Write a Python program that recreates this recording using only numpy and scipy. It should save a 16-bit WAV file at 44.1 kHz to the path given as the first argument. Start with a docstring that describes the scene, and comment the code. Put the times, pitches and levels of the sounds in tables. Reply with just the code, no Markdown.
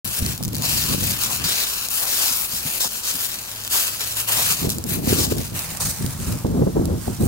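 """Dry leaves crunch under high-heeled boots on a pavement, close to a microphone near the ground.
Each step or kick breaks a swarm of leaf blades; stalks snap, soles grind, heels thud through the litter.
The boots start on the left and cross in front. Gusts buffet the two microphone ports,
over the faint hum of a residential street."""
import sys
import numpy as np
from scipy import signal
from scipy.fft import rfft, irfft
from scipy.io import wavfile
from scipy.ndimage import uniform_filter1d

SR = 44100
rng = np.random.default_rng(int(sys.argv[2]) if len(sys.argv) > 2 else 0)


def transcribe(u):
    """Save the signal u as a 16-bit wav file named by the first command-line argument.

    u: samples, shape (n,) or (channels, n), limited to [-1, 1]; the rate is SR.
    q: integer samples, one column per channel.
    """
    v = np.clip(np.atleast_2d(u).T, -1, 1)
    q = np.round(v * 32767).astype(np.int16)
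    wavfile.write(sys.argv[1], SR, q)


N = 320607
TIME_S = np.arange(N) / SR
FREQ_HZ = np.fft.rfftfreq(N, 1 / SR)
GRID_S = np.arange(0, N / SR, .001)

# treads, kicks, drags: t/s, attack/s, length/s, level/dB, body gain/dB, splinter gain/dB, leaf ring/Hz
STEPS = [(0.029, .025, .05, -35.5, -7.5, 6, 7800), (0.085, .06, 0.103, -30.5, -7.5, 4, 7500),
         (0.205, 0.0335, .115, -34.5, -6.5, 2.5, 6700), (0.515, 0.027, 0.11, -41, -8.5, 1, 5700),
         (0.604, 0.046, .18, -27.5, -9.5, 2, 5386), (0.765, .06, .175, -29, -7.5, 2.5, 5326),
         (0.945, .06, .175, -30, -8.5, 3, 6300), (1.117, 0.025, 0.082, -35, -4.5, 4, 6370),
         (1.197, 0.0205, .065, -27, -8, 2, 6500), (1.29, 0.02124, .075, -30, -8.5, 2.5, 6730),
         (1.375, 0.0186, .055, -36, -1, 1, 5800), (1.434, .01, .21, -26.5, -8.5, 0, 4720),
         (1.635, .04, .215, -32.5, -8, 3, 5740), (1.887, 0.0307, .15, -30.5, -9, 5, 7970),
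         (2.031, 0.063, .3, -26.5, -9, 3, 6050), (2.335, 0.0321, .115, -33, -6.5, 9, 6320),
         (2.48, 0.048, .105, -31, -10, 3.5, 6610), (2.581, 0.075, .2, -32.5, -6.5, 5, 7420),
         (2.793, 0.01614, .06, -25.5, -13, -.5, 7180), (2.9, 0.0229, 0.0875, -33.5, -8.5, 3.5, 6670),
         (3.004, 0.078, .1, -26, -10.5, 0.5, 6290), (3.115, .03, .155, -32.5, -7.5, 5.5, 6365),
         (3.275, .03, .075, -35, -6.5, 2.5, 6710), (3.359, 0.0298, .32, -39.5, -6, 2.5, 6165),
         (3.688, 0.047, .115, -25.5, -8, 4, 6700), (3.79, .04, .085, -29.5, -7, 3.5, 6190),
         (3.88, 0.048, .165, -34.5, -7.5, 3, 5295), (3.995, 0.0095, 0.01815, -32, -4.5, -2, 5500),
         (4.04, 0.035, .095, -35, -7.5, 3.5, 7005), (4.135, .045, .075, -30, -5.5, 5, 7590),
         (4.263, 0.027, .085, -27.5, -4, 5, 7670), (4.345, 0.0252, .19, -26, -7, 3, 7000),
         (4.54, .03, .11, -33.5, -7, 2.5, 6450), (4.675, .03, .045, -32.5, -12.5, 3, 6800),
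         (4.852, 0.056, .1, -33.5, -5.5, 6.5, 8300), (5.02, .07, .135, -28.5, -7, 2.5, 7060),
         (5.155, .035, .085, -25.5, -11.5, 0.5, 6180), (5.295, 0.0139, 0.0248, -33.5, -7.5, 3, 6250),
         (5.355, 0.023, .11, -39.5, -4.5, 5, 6500), (5.515, 0.054, .11, -35.5, -1, 8, 7300),
         (5.635, 0.011, .14, -39.5, -1, 8.5, 7450), (5.794, .014, .108, -28, -8.5, 6.5, 7700),
         (5.925, 0.023, .21, -40, -2.5, 8.5, 8060), (6.14, 0.1, .2, -38.5, -2, 8.5, 6760),
         (6.345, 0.027, 0.076, -48, 1, 11, 7100), (6.96, 0.054, .2, -44.5, -2, 8.5, 7400),
         (7.18, 0.0514, 0.079, -39.5, -5, 10.5, 8160)]
# leaves stirring on their own: level/dB, body gain/dB, splinter gain/dB, leaf ring/Hz
STIR = (-58, -5, 14.5, 6000)
# leaf colour at the ports: f/Hz, boots left/dB, boots ahead/dB
LEAF_SPECTRUM = [(80, -27, -20), (250, -8, -10), (710, -1.5, 0.5), (1060, 0, 1.5), (2100, -1.5, -4.5),
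                 (2600, 5.5, -4.5), (3500, 3, -7.5), (3770, 3.5, -2), (6060, 0.5, 0), (7300, 1.5, 0),
                 (8800, 3, 0.5), (11300, 2, -7), (15500, 4, -4)]
# crunch position: t/s, left minus right/dB
CRUNCH_PAN = [(0.05, 4), (1.9, 4), (3.3, 3.5), (4.2, 2), (5.3, 4), (5.6, -1), (6.4, -0.5), (6.6, -9),
              (7.27, -2)]
# stalks and stiff leaves snapping: t/s, energy/dB, left minus right/dB
SNAPS = [(0.076, 0, 7), (0.2628, 5.5, 0), (0.3177, -16, 13), (0.325, -7, 6), (0.3326, -7, 9),
         (0.378, -2.5, 5), (0.4275, 0, 4), (0.436, 1, 2), (0.4437, -6, 2), (0.45, 2.5, 5), (0.4558, -5, 6),
         (0.4802, -3, 38), (0.488, -6, 9), (0.5317, -4, 9), (0.547, 0, 8), (0.5531, 2, 16), (0.5664, 0, 3),
         (0.5826, -0.5, 6), (0.622, 5, 18), (1.236, 5, -3), (1.886, 4, 6), (2.806, 6, 9), (3.3426, -4, 4),
         (3.6373, -5, 7), (3.649, -3, 14), (3.6768, 0.5, 10), (4.6927, 3.5, 34), (4.702, 8, 0),
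         (4.784, -0.5, 4), (4.8401, 0, 4), (5.3829, -1, 7), (5.592, 2, -5), (5.7716, 0, -13),
         (5.8054, -6, -12), (6.063, 1, -12), (6.201, -7, 4.5), (6.388, -12, -9), (6.468, -10, -12),
         (6.855, -2, -6)]
# sole grinding leaves into the paving: t/s, level/dB, duration/s
SCUFFS = [(0.647, -37.5, 0.069), (1.312, -34.5, 0.059), (2.05, -34.5, 0.078), (2.221, -38.5, 0.099),
          (2.85, -34.5, 0.041), (3.757, -35, 0.031), (4.296, -32, 0.034), (4.394, -33, 0.1),
          (5.809, -37, .03)]
# heel and sole impacts: t/s, peak/dB
THUDS = [(2.307, -37), (2.531, -28.5), (2.651, -23), (2.85, -31), (3.139, -31)]
# port response to a source on the left: f/Hz, left lead/rad, coherence/0-1, left minus right/dB
PORT_RESPONSE = [(100.05, -1, 0.2, -17), (676, 1.1, 1, 7.5), (1190, 0, 0, 16), (2000, 3.5, 0.2, 3),
                 (3600, 3.5, 0.71, -3.5), (4740, 5.5, 0.2, -2.5), (6140, 4.5, 0.4, -1.5),
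                 (7900, 8, 0.55, -2), (9200, 11, 0, -2), (10700, 7.5, 0.37, 0), (15400, 5, 0, 4)]
# gusts at the microphone: t/s, rise/s, length/s, level/dB
GUSTS = [(0.004, 0.018, 0.022, -26.5), (0.173, 0.038, 0.082, -23.5), (0.271, .02, 0.038, -27),
         (0.385, 0.026, 0.15, -26.5), (0.506, 0.041, 0.1, -26), (0.67, 0.02, 0.23, -27.5),
         (0.85, 0.076, .25, -25.5), (1.205, 0.028, .08, -33), (1.302, 0.035, 0.15, -33),
         (4.336, 0.041, 0.19, -33.5), (4.584, 0.063, 0.1, -24), (4.735, 0.029, 0.13, -28),
         (4.869, 0.038, 0.13, -26), (5.019, 0.024, 0.32, -24), (5.355, 0.029, 0.078, -27.5),
         (5.504, 0.022, 0.077, -30), (5.625, 0.062, 0.15, -36), (5.784, 0.027, .11, -30),
         (5.975, 0.043, .075, -22), (6.11, 0.028, 0.19, -28.5), (6.234, 0.054, 0.11, -21),
         (6.439, 0.016, 0.11, -22.5), (6.553, 0.038, 0.096, -19), (6.727, 0.053, 0.14, -19.5),
         (6.877, 0.042, 0.1, -22), (7.057, 0.024, 0.055, -25), (7.173, 0.043, 0.11, -18.5)]
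# single eddies slapping the microphone: t/s, boost/dB
EDDY_SLAPS = [(0.226, 13), (0.409, 9), (0.949, 11.5), (4.674, 7), (4.921, 7), (5.129, 8), (5.323, 10),
              (6.046, 9.5), (6.449, 17), (6.595, 7.5), (6.623, 6), (6.797, 14), (7.081, 12)]
# choppiness of the air: t/s, small-eddy gain/dB
CHOP = [(0.3, -4.5), (1.2, -0.5), (4.6, 6.5), (5.3, 6), (6.0, -10.5), (6.6, 5), (7.2, -0.5)]
# eddies drifting from the windward port to the other: f/Hz, lag/rad, coherence/0-1
EDDY_DRIFT = [(20, .25, 0.1), (86, 0.37, 1), (170, 0.86, 0.75), (343, 1.45, 0.85), (640, 2, 0.71),
              (2000, 1.16, 0.95)]
# wind buffeting: f/Hz, level/dB
WIND_SPECTRUM = [(25, -9), (50, -3), (90, 4), (170, 3.5), (300, -3), (500, -10), (800, -21), (1200, -31),
                 (2000, -46), (3500, -78)]
# far traffic: f/Hz, level/dB
TRAFFIC_SPECTRUM = [(25, -15), (60, -3.5), (110, -10), (180, -10.5), (400, -16.5), (1000, -15.5),
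                    (2000, -25.5), (6000, -21.5), (15000, -25.5)]

LIFT_S = 0.033  # the boot's weight lets go
SETTLE_DB, SETTLE_S = -17, .2  # disturbed leaves crackle on
UNEVEN_DB, UNEVEN_HZ = 0.8, 59.93  # the litter gives way in fits
GUST_FALL_S, LULL_DB, FLUTTER_DB = 0.072, -47.5, 2.3
TOP_HZ = 15800


def leaf_crunch(leftness):
    """Fractures over a rub of blade on blade, mixed as body, crisp and splinter bands."""
    step_db, body_db, splinter_db, ring_hz = step_curves()
    crunch_db = step_db + UNEVEN_DB * jitter(UNEVEN_HZ)
    swarm = fracture_swarm(crunch_db, ring_hz)
    rub = undb(2.5 + 1.1 * jitter(70)) * rng.standard_normal((2, N))
    sound = mic_ports(ground_echo(swarm + rub), leftness)
    left_db, ahead_db = per_bin(LEAF_SPECTRUM)
    sound = leftness * filtered(sound, undb(left_db)) + (1 - leftness) * filtered(sound, undb(ahead_db))
    below_crisp, below_splinters = lowpass(3500, order=12), lowpass(8500, order=12)
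    body = unit_rms(filtered(sound, below_crisp)) * undb(body_db)
    crisp = unit_rms(filtered(sound, below_splinters - below_crisp)) * undb(-0.56)
    splinters = unit_rms(filtered(sound, (1 - below_splinters) * (FREQ_HZ < TOP_HZ)))
    bands = body + crisp + splinters * undb(splinter_db - 3)
    return bands * undb(crunch_db) * pan(per_sample(CRUNCH_PAN)[0])


def step_curves():
    """Steps add in energy and weight the colour by their share: level/dB, body/dB, splinters/dB, ring/Hz."""
    starts_s, attacks_s, lengths_s, level_db, *colours = np.transpose(STEPS)
    stir_db, *stir_colours = STIR
    press = envelopes(starts_s, lengths_s, attacks_s, LIFT_S)
    settle = undb(SETTLE_DB) * envelopes(starts_s, lengths_s, attacks_s, SETTLE_S)
    step_energy = undb(level_db)[:, None] ** 2 * (press ** 2 + settle ** 2)
    energy = np.vstack([step_energy, np.full(len(GRID_S), undb(stir_db) ** 2)])
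    total = energy.sum(axis=0)
    colour = np.column_stack([colours, stir_colours]) @ energy / total
    return per_sample(np.column_stack([GRID_S, 10 * np.log10(total), *colour]))


def fracture_swarm(crunch_db, ring_hz, count=14000):
    """A harder step breaks more leaves; they share its weight, so the swarm is levelled."""
    when, luck, size, side = rng.random((count, 4)).T
    at_s = when * TIME_S[-1]
    break_chance = np.clip(undb(.9 * (crunch_db + 25)), .04, 1)
    breaks = luck < np.interp(at_s, TIME_S, break_chance)
    at_s, size, side = at_s[breaks], size[breaks], side[breaks]
    gains = undb(np.minimum(-4.5 * np.log(size), 9)) * pan(8 * (side - .5))
    grains = cracks(np.interp(at_s, TIME_S, ring_hz), ring_db=7, decay_s=0.00043, spread=0.26,
                    tail_db=-10.5, tail_s=0.011)
    swarm = place(at_s, grains * gains[..., None])
    power = uniform_filter1d(np.mean(swarm ** 2, axis=0), size=1800).clip(0)
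    return swarm / np.sqrt(power + 1e-6)


def cracks(ring_hz, ring_db, decay_s, spread, tail_db, tail_s, samples=384):
    """Unit-energy brittle fractures: each rings its scrap of leaf and scatters in the litter."""
    t = np.arange(samples) / SR
    stretch, detune = rng.standard_normal((len(ring_hz), 2)).T[:, :, None]
    fracture = np.exp(-t / (decay_s * np.exp(spread * stretch)))
    scatter = undb(tail_db) * np.exp(-t / tail_s) * (1 - t / t[-1])
    burst = rng.standard_normal((2, len(ring_hz), samples)) * (fracture + scatter)
    ratio = (np.fft.rfftfreq(2 * samples, 1 / SR) + 1) / (ring_hz[:, None] * np.exp(.2 * detune))
    resonance = 1 + undb(ring_db) / (1 + 3j * (ratio - 1 / ratio))
    sound = irfft(rfft(burst, 2 * samples) * resonance)[..., :samples]
    energy = np.sum(sound ** 2, axis=-1, keepdims=True)
    return sound / np.sqrt(energy.mean(axis=0))


def stalk_snaps(leftness):
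    """Stalks give way with a bright tick, fibres tearing for about 1 ms."""
    at_s, energy_db, pan_db = np.transpose(SNAPS)
    ticks = cracks(np.full(len(at_s), 5200.), ring_db=-1, decay_s=.0012, spread=.1,
                   tail_db=-28, tail_s=.004)
    sound = place(at_s, ticks * (undb(energy_db) * pan(pan_db))[..., None])
    return filtered(mic_ports(sound, leftness), 1 - .7 * lowpass(3500, order=6))


def sole_scuffs(leftness):
    """Crushed leaves slip in small, dull jerks between sole and paving."""
    press = sum(undb(db) * bump(at_s, length_s / 2) for at_s, db, length_s in SCUFFS)
    jerks = rng.standard_normal((2, N)) * undb(1.9 * jitter(300))
    band = lowpass(910, order=4) * (1 - lowpass(930, order=3))
    return press * unit_rms(filtered(mic_ports(jerks, leftness), band))


def heel_thuds(partials=30):
    """Heel and sole land on padded paving: a few low, quickly damped swings."""
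    at_s, peak_db = np.transpose(THUDS)
    t = np.arange(SR // 8) / SR
    hz = 70 + 210 * rng.random((len(at_s), partials, 1))
    swing = np.sin(2 * np.pi * (hz * t + rng.random(hz.shape))).sum(axis=1)
    swing = swing * (1 - np.exp(-t / 0.0045)) * np.exp(-t / 0.014)
    swing = swing / np.abs(swing).max(axis=1, keepdims=True) * undb(peak_db)[:, None]
    return place(at_s, np.array([swing, swing]))


def ground_echo(x, lag_s=0.000583, wander=0.24, gain=0.32):
    """Early echo off boot and ground; its path wanders as the feet move, shifting the colour."""
    echo = [np.interp(TIME_S - lag_s * np.exp(wander * jitter(6)), TIME_S, side) for side in x]
    return x + gain * np.array(echo)


def mic_ports(x, leftness):
    """From the left, sound reaches the right port late and shaded; from ahead only bass is coherent."""
    lead_rad, coherence, shade_db = per_bin(PORT_RESPONSE)
    sideways = filtered(coherent_pair(x, np.clip(coherence, 0, .98), lead_rad), pan(shade_db))
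    ahead = coherent_pair(x, lowpass(1260, order=2), lag_rad=0)
    return leftness * sideways + (1 - leftness) * ahead


def wind_buffet():
    """Eddies shake one port, then the other; strong gusts add small eddies that flutter higher up."""
    gust_db = gust_level_db()
    slap_db = sum(db * bump(at_s, 0.0027) for at_s, db in EDDY_SLAPS)
    push_db = gust_db + slap_db + 1.73 * jitter(45)
    lag_rad, coherence = per_bin(EDDY_DRIFT)
    air = coherent_pair(rng.standard_normal((2, N)), np.clip(coherence, 0, .995), lag_rad)
    veer_rad = np.interp(TIME_S, [1.6, 4.3], [0, np.pi / 2])  # from the right, later from the left
    air = np.cos(veer_rad) * air[::-1] + np.sin(veer_rad) * air
    air = filtered(air, undb(per_bin(WIND_SPECTRUM)[0]) * (1 - lowpass(25, order=4)))
    air = air / np.sqrt(uniform_filter1d(air.mean(axis=0) ** 2, size=1500))  # the gust sets the energy
    large = filtered(air, lowpass(244, order=4))
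    medium = filtered(air, lowpass(300, order=4)) - large
    small = air - large - medium
    strength = np.clip(undb(.5 * (push_db + 21.5)), .2, 1)
    flutter = strength * medium + strength ** 2 * small * undb(FLUTTER_DB * jitter(110))
    lull_gain = 1 / (1 + undb(2 * (-50.5 - gust_db)))
    return (large + flutter * undb(per_sample(CHOP)[0])) * undb(push_db - 1.5) * lull_gain


def gust_level_db():
    """Gusts rise, hold and die away over a light breeze."""
    starts_s, rises_s, lengths_s, level_db = np.transpose(GUSTS)
    gusts = undb(level_db)[:, None] * envelopes(starts_s, lengths_s, rises_s, GUST_FALL_S)
    energy = np.sum(gusts ** 2, axis=0) + undb(LULL_DB) ** 2
    return np.interp(TIME_S, GRID_S, 10 * np.log10(energy))


def street_hum():
    """Far traffic murmurs evenly; a 110 Hz engine drone grows in it."""
    mid, side, engine = rng.standard_normal((3, N))
    noise = mid + np.array([[1], [-1]]) * filtered(side, 1 - 0.7 * lowpass(1100, order=2))
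    traffic = unit_rms(filtered(noise, undb(per_bin(TRAFFIC_SPECTRUM)[0])))
    drone = unit_rms(filtered(engine, np.exp(-((FREQ_HZ - 110) / 4) ** 2)))
    drone_db = np.interp(TIME_S, [2.8, 3.6, 4.4, 6], [-59, -48.5, -47.5, -43])
    return traffic * undb(-41.5 + jitter(4) / 2) + drone * undb(drone_db)


def coherent_pair(x, coherence, lag_rad):
    """Left is x[0]; right blends a lagged copy of it with x[1]."""
    shared = filtered(x[0], coherence * np.exp(-1j * lag_rad))
    own = filtered(x[1], np.sqrt(1 - coherence ** 2))
    return np.array([x[0], shared + own])


def envelopes(starts_s, lengths_s, attacks_s, release_s):
    """Attack, hold, release on the 1 ms grid, one row an event."""
    t = GRID_S[:, None] - starts_s
    return (np.clip(t / attacks_s, 0, 1) * np.exp(-np.maximum(t - lengths_s, 0) / release_s)).T


def bump(at_s, half_width_s):
    """Gaussian pulse, peak 1."""
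    return np.exp(-((TIME_S - at_s) / half_width_s) ** 2)


def jitter(rate_hz):
    """Smoothed random steps, spread 1."""
    hold = int(SR / rate_hz)
    stairs = np.repeat(rng.standard_normal(N // hold + 1), hold)
    return unit_rms(uniform_filter1d(stairs, hold)[:N])


def place(at_s, sounds):
    """Sum short sounds (channel, event, sample) at their times."""
    index = (np.maximum(at_s, 0) * SR).astype(int)[:, None] + np.arange(sounds.shape[-1])
    return np.array([np.bincount(index.ravel(), side.ravel(), N)[:N] for side in sounds])


def per_sample(table):
    """Interpolate the columns of a time table."""
    at_s, *columns = np.transpose(table)
    return [np.interp(TIME_S, at_s, column) for column in columns]


def per_bin(table):
    """Interpolate the columns of a frequency table."""
    hz, *columns = np.transpose(table)
    return [np.interp(np.log(FREQ_HZ + 1), np.log(hz), column) for column in columns]


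def lowpass(hz, order):
    """Low-pass gain per bin."""
    return 1 / (1 + (FREQ_HZ / hz) ** order)


def filtered(x, gain):
    """Apply a gain per bin."""
    return irfft(rfft(x) * gain, N)


def unit_rms(x):
    """Scale the channel mean to rms 1."""
    return x / np.std(np.atleast_2d(x).mean(axis=0))


def pan(db):
    """Constant-power gains for a left minus right level."""
    gains = undb(np.array([db, -db]) / 2)
    return gains / np.sqrt(np.mean(gains ** 2, axis=0))


def undb(db):
    """Decibels to gain."""
    return 10 ** (np.asarray(db) / 20)


def scene():
    """Boots move from the left to the front, over wind and street."""
    leftness = np.interp(TIME_S, [5.3, 5.8], [1, .1])
    boots = leaf_crunch(leftness) + stalk_snaps(leftness) + sole_scuffs(leftness) + heel_thuds()
    return boots + wind_buffet() + street_hum()


def record(dry):
    """Open at 45 ms, round the peaks, cut the top."""
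    fade_in = np.clip((TIME_S - 0.045) * SR / 64, 0, 1)
    rounded = .8 * np.tanh(dry * fade_in / .8)
    return signal.sosfilt(signal.ellip(10, .2, 70, TOP_HZ, fs=SR, output="sos"), rounded)


dry = scene()
out = record(dry)
transcribe(out)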